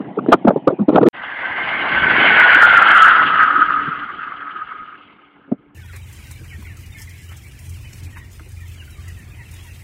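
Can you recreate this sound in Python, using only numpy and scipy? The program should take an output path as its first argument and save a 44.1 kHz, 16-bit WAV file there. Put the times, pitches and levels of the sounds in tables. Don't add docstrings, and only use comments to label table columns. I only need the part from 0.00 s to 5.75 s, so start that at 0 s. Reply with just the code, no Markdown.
import sys
import numpy as np
from scipy import signal
from scipy.io import wavfile
from scipy.ndimage import uniform_filter1d, minimum_filter1d

SR = 44100
rng = np.random.default_rng(int(sys.argv[2]) if len(sys.argv) > 2 else 0)


def dump_mix(stems):
    frames = np.atleast_2d(stems).T
    limited = np.clip(frames, -1, 1)
    pcm = np.round(limited * 32767).astype(np.int16)
    wavfile.write(sys.argv[1], SR, pcm)


N = 253462
CUT_S = 1.0878

CLOSEST_S, SWEEP_S, MACH = 2.72, 0.55, 0.115
FLUTTER_DB, FLUTTER_DB_PER_S = 1.18, 0.87
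# (dB over it, share of its changes, dB added behind and taken ahead)
UPPER_FOLLOWS = (-1.1, 1, -1.3)

# t/s, level/dB
SINGING_LEVEL = [(1.15, -38), (1.31, -28.5), (1.7, -26), (2.36, -9.5), (2.75, -8.5), (3.14, -7.5),
                 (3.3, -14), (3.38, -11.5), (3.55, -17), (3.63, -14), (4.2, -33), (4.23, -25),
                 (4.36, -29.5), (4.46, -27.5), (4.52, -31.5), (4.96, -39), (5.01, -49), (5.75, -68)]
# f/Hz, width of each smoothing pole/Hz, relative level/dB
WHEEL_RESONANCES = [(1390, 41, -3.5), (1416, 75, -8), (1531, 190, -4.5), (1723, 410, -6), (1335, 180, -8.5)]
# t/s, f/Hz
UPPER_CENTRE = [(1.2, 2000), (1.8, 2145), (2.5, 2171), (3.3, 1936), (5.1, 2164)]


def singing():
    doppler = 1 / (1 + MACH * passing())
    wheel = np.zeros(N)
    for hz, width, db in WHEEL_RESONANCES:
        wheel += gain_of(db) * band(hz * doppler, width) * flutter(2.85, length=1300)
    shake_db = FLUTTER_DB + FLUTTER_DB_PER_S * abs(np.arange(N) / SR - CLOSEST_S)
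    wheel_level = flutter(shake_db, length=700) * gain_of(curves(SINGING_LEVEL)[0])
    upper = band(curves(UPPER_CENTRE)[0], 300) * flutter(2.6, length=1200)
    return wheel_level * evened(wheel) + follow(*UPPER_FOLLOWS) * upper


HISS_FOLLOWS, ROAR_FOLLOWS = (-2.5, 1.05, 2.5), (0.17, 1, -0.77)
FIELD_ROAR_DB = -59.5

# f/Hz, relative spectral level/dB
HISS_SPECTRUM = [(1900, -30.5), (2400, -6.5), (2900, -1), (3300, -7), (3600, -16.5), (4400, -30.5),
                 (5000, -34.5)]
# f/Hz, relative spectral level/dB
ROAR_SPECTRUM = [(350, -21.5), (520, -7), (800, 0.5), (1100, 0.5), (1600, 0.5), (2200, -23.5), (2700, -38)]
# f/Hz, relative spectral level/dB
RUMBLE_SPECTRUM = [(20, -30), (60, -12.5), (130, -8), (200, 0), (400, 0.5), (600, -23.5), (900, -37.5)]
# t/s, reference rolling level/dB, rumble level/dB
ROLLING_LEVELS = [(1.2, -37, -48.5), (1.65, -27.5, -39), (2.07, -22, -26.5), (2.26, -16.5, -28.5),
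                  (2.66, -19.5, -35), (2.9, -20.5, -35.5), (3.38, -29, -38), (3.52, -34.5, -43),
                  (3.58, -34, -34.5), (4.35, -47.5, -49.5), (5.11, -53, -53.5), (5.75, -73, -57)]


def rolling():
    hiss = follow(*HISS_FOLLOWS) * noise(HISS_SPECTRUM, patchy_db=2.0, flicker_db=2.5)
    roar_gain = np.hypot(follow(*ROAR_FOLLOWS), gain_of(FIELD_ROAR_DB))
    roar = roar_gain * noise(ROAR_SPECTRUM, patchy_db=1.0, flicker_db=3.0)
    rumble_gain = gain_of(curves(ROLLING_LEVELS)[1])
    rumble = rumble_gain * noise(RUMBLE_SPECTRUM, patchy_db=4.0, flicker_db=0.0)
    return hiss + roar + rumble


def follow(over_db, share, behind_db):
    return gain_of(over_db + share * curves(ROLLING_LEVELS)[0] + behind_db * passing())


HUM_HZ = 290

# t/s, level/dB
HUM_LEVEL = [(3.1, -48.5), (3.5, -43), (3.62, -39), (4.03, -40.5), (4.1, -66.5), (4.44, -51), (4.6, -62.5),
             (5.7, -59)]


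def hum():
    t = np.arange(N) / SR
    rise = np.clip((t - HUM_LEVEL[0][0]) / 0.17, 0, 1)
    tone = np.sqrt(2) * np.sin(2 * np.pi * HUM_HZ * t)
    return rise * gain_of(curves(HUM_LEVEL)[0]) * flutter(2.5, length=3000) * tone


# t/s, level of the swing/dB, mean f/Hz, time scale/ms, rasp setting/dB
STRONG_PUFFS = [(0.007, -22, 338, 11, -27), (0.178, -10, 400, 11, -31), (0.263, -8, 403, 1.5, -23),
                (0.289, -0.5, 441.3, 7.9, -16), (0.303, -14.5, 308.5, 12, -27),
                (0.326, -5.5, 347.7, 12.7, 4.5), (0.342, -7, 300.2, 12, -11), (0.452, -6, 291.6, 12.6, -32),
                (0.479, -2, 626.4, 17.3, -1), (0.493, -12, 388, 12, -42), (0.508, -5, 625, 7.2, -20),
                (0.52, -19, 398, 7.9, -46), (0.533, -17, 387, 7, -38), (0.562, -4, 382.5, 4.8, -36),
                (0.572, -7, 285, 3.8, -38), (0.678, -1, 463, 11.3, -12), (0.706, -13, 521, 11.4, -21),
                (0.729, -13.5, 372, 16, -39), (0.793, -13.5, 302.6, 11, -17.5), (0.812, -9.5, 208, 36, -34),
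                (0.887, -2.5, 294, 11, -8), (0.903, -2.5, 306.7, 3.8, -25),
                (0.933, -10.5, 347, 16.5, -11.5), (0.948, -11, 466, 7.6, -9), (0.96, -7, 530, 7.7, 8),
                (0.981, -2, 662.6, 14, -17), (1.012, -5, 262.4, 16, -14), (1.032, -1, 437.6, 8.7, -9),
                (1.064, -3.5, 376.6, 25, -13.5), (1.081, -12, 407.3, 21, -20.5),
                (3.585, -23.5, 299, 23, -23.5), (3.88, -21, 161, 17, -37), (5.488, -37, 274, 25, -33),
                (5.519, -19, 538, 8.8, -42), (5.522, -7, 248, 10.2, -39), (5.541, -28, 224, 4.1, -29)]
# f/Hz, relative spectral level/dB
RASP_SPECTRUM = [(290, -42), (500, 2.5), (1400, 5.5), (1580, -21), (1820, -23.5), (2180, -22),
                 (3490, -26.5), (4340, -45.5), (5640, -74), (9550, -120)]
# f/Hz, relative spectral level/dB
THUD_SPECTRUM = [(100, -27), (200, 13.5), (500, 1.5), (900, -20), (1300, -42.5)]
# f/Hz, relative spectral level/dB
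FIZZ_SPECTRUM = [(1200, -25), (1700, 12.5), (3000, 0.5), (3600, 2), (4700, -21), (5200, -50.5)]
# t/s, level/dB
BREEZE_LEVEL = [(0.0, -30), (0.95, -36.5), (1.08, -39)]
# f/Hz, relative spectral level/dB
BREEZE_SPECTRUM = [(24, -66), (40, -43), (200, 4.5), (565, -11), (773, -3.5), (1040, -21), (1250, -31),
                   (1660, -25), (2270, -29.5), (3110, -30), (4340, -59.5), (5640, -107), (9550, -120)]


def wind():
    out = gain_of(curves(BREEZE_LEVEL)[0]) * noise(BREEZE_SPECTRUM, patchy_db=4.5, flicker_db=1.5)
    out[round(CUT_S * SR):] = 0
    rasp = noise(RASP_SPECTRUM, patchy_db=4.5, flicker_db=9.0)
    thud = noise(THUD_SPECTRUM, patchy_db=3.5, flicker_db=1.5)
    fizz = noise(FIZZ_SPECTRUM, patchy_db=2.5, flicker_db=6.0)
    t = np.arange(-1500, 3000) / SR
    puffs = faint_puffs() + STRONG_PUFFS
    chance = rng.standard_normal((len(puffs), len(t)))
    for (s, db, hz, ms, rasp_db), jitter in zip(puffs, chance):
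        main = np.exp(-np.where(t < 0, 7.0, 2.6) * (t / (ms / 1000)) ** 2)
        after = 0.37 * (1 - np.exp(-np.maximum(t, 0) / 0.0023)) ** 2 * np.exp(-t / 0.01)
        shape = main + after
        wobble = evened(uniform_filter1d(uniform_filter1d(jitter, size=70), size=70))
        turns = np.cumsum(hz * (1 + 0.2048 * wobble)) / SR + jitter[0]
        swing = np.sin(2 * np.pi * turns) + 0.13 * np.sin(4 * np.pi * turns + jitter[1])
        at = round(s * SR) + np.round(t * SR).astype(int)
        inside = (at >= 0) & (at < N)
        spot = at[inside]
        rough = gain_of(0.23 * rasp_db - 4.0) * thud[spot]
        rough += gain_of(rasp_db + 4.0) * rasp[spot]
        rough += gain_of(0.58 * rasp_db - 26.0) * fizz[spot]
        out[spot] += gain_of(db) * shape[inside] * (swing[inside] + rough)
    return signal.sosfilt(signal.butter(4, 135, "highpass", fs=SR, output="sos"), out)


FAINT_COUNT = 14
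FAINT_DB, FAINT_SPREAD_DB, FAINT_HZ, FAINT_MS, FAINT_RASP_DB = -35.5, 7.5, 303, 6.1, -5.5


def faint_puffs():
    when = rng.uniform(0, CUT_S, FAINT_COUNT)
    size, pitch = rng.standard_normal((FAINT_COUNT, 2)).T
    level_db = FAINT_DB + FAINT_SPREAD_DB * size
    swing_hz = FAINT_HZ * np.exp(0.18 * pitch)
    return [(s, db, hz, FAINT_MS, FAINT_RASP_DB) for s, db, hz in zip(when, level_db, swing_hz)]


def passing():
    along = (np.arange(N) / SR - CLOSEST_S) / SWEEP_S
    return along / np.sqrt(1 + along ** 2)


def flutter(db, length):
    drift = uniform_filter1d(uniform_filter1d(rng.standard_normal(N), length), length)
    return gain_of(db * evened(drift))


def band(hz, width):
    r = np.exp(-np.pi * width / SR)
    swing = rng.standard_normal(N) + 1j * rng.standard_normal(N)
    for _ in range(2):
        swing = signal.lfilter([1], [1, -r], swing)
    carrier = np.exp(2j * np.pi * np.cumsum(hz) / SR)
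    return evened((swing * carrier).real)


def noise(spectrum, patchy_db, flicker_db):
    frames, hz = N // 128 + 5, np.fft.rfftfreq(512, 1 / SR)
    a, b, patches = rng.standard_normal((frames, 257, 3)).T
    patches = uniform_filter1d(patches, size=4, axis=0)
    patches = evened(uniform_filter1d(patches, size=16, axis=1))
    flicker = evened(uniform_filter1d(rng.standard_normal(frames), size=6))
    f, db = np.transpose(spectrum)
    shape_db = np.interp(np.log(hz + 1), np.log(f), db, left=-80, right=-120)
    level_db = shape_db[:, None] + patchy_db * patches + flicker_db * flicker
    z = (a + 1j * b) * gain_of(level_db)
    return evened(signal.istft(z, nperseg=512, noverlap=384)[1][:N])


def curves(rows):
    s, *columns = np.transpose(rows)
    return [np.interp(np.arange(N) / SR, s, c) for c in columns]


def gain_of(db):
    return 10 ** (np.asarray(db) / 20)


def evened(x):
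    return x / np.sqrt(np.mean(x ** 2) + 1e-20)


def scene():
    after_cut = np.arange(N) >= CUT_S * SR
    train = singing() + rolling() + hum()
    return (wind() + after_cut * train)[None]


LOW_CUT_HZ, NARROW_HZ, EDGE_HZ = 21, 4980, 15870
LIMIT_FROM, LIMIT_SHARE, FULL_SCALE = 0.86, 0.62, 0.965
CUT_SWING = 0.44
SILENCE_S, FADE_IN_S = 0.043, 0.018
SELF_NOISE_DB = -97.5


def record(dry):
    soft = signal.sosfilt(signal.butter(2, LOW_CUT_HZ, "highpass", fs=SR, output="sos"), dry)
    peaks = -minimum_filter1d(-abs(soft), size=60)
    reduction = np.maximum(peaks / LIMIT_FROM, 1) ** LIMIT_SHARE
    soft = soft / uniform_filter1d(reduction, size=90)
    narrow_filter = signal.firwin(401, NARROW_HZ, window=("kaiser", 9), fs=SR)[None]
    narrow = signal.oaconvolve(soft, narrow_filter, "same")
    last = np.arange(round(CUT_S * SR) - 100, round(CUT_S * SR))
    snap = last[np.argmin(abs(abs(narrow[0, last]) - CUT_SWING))]
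    since = (np.arange(N) - snap) / SR
    edit = np.where(since < 0, 1, np.clip((since - SILENCE_S) / FADE_IN_S, 0, 1))
    clipped = np.clip(narrow, -FULL_SCALE, FULL_SCALE) * edit
    noisy = clipped + gain_of(SELF_NOISE_DB) * rng.standard_normal(dry.shape)
    edge_filter = signal.firwin(511, EDGE_HZ, window=("kaiser", 9), fs=SR)[None]
    return signal.oaconvolve(noisy, edge_filter, "same")


dry = scene()
out = record(dry)
dump_mix(out)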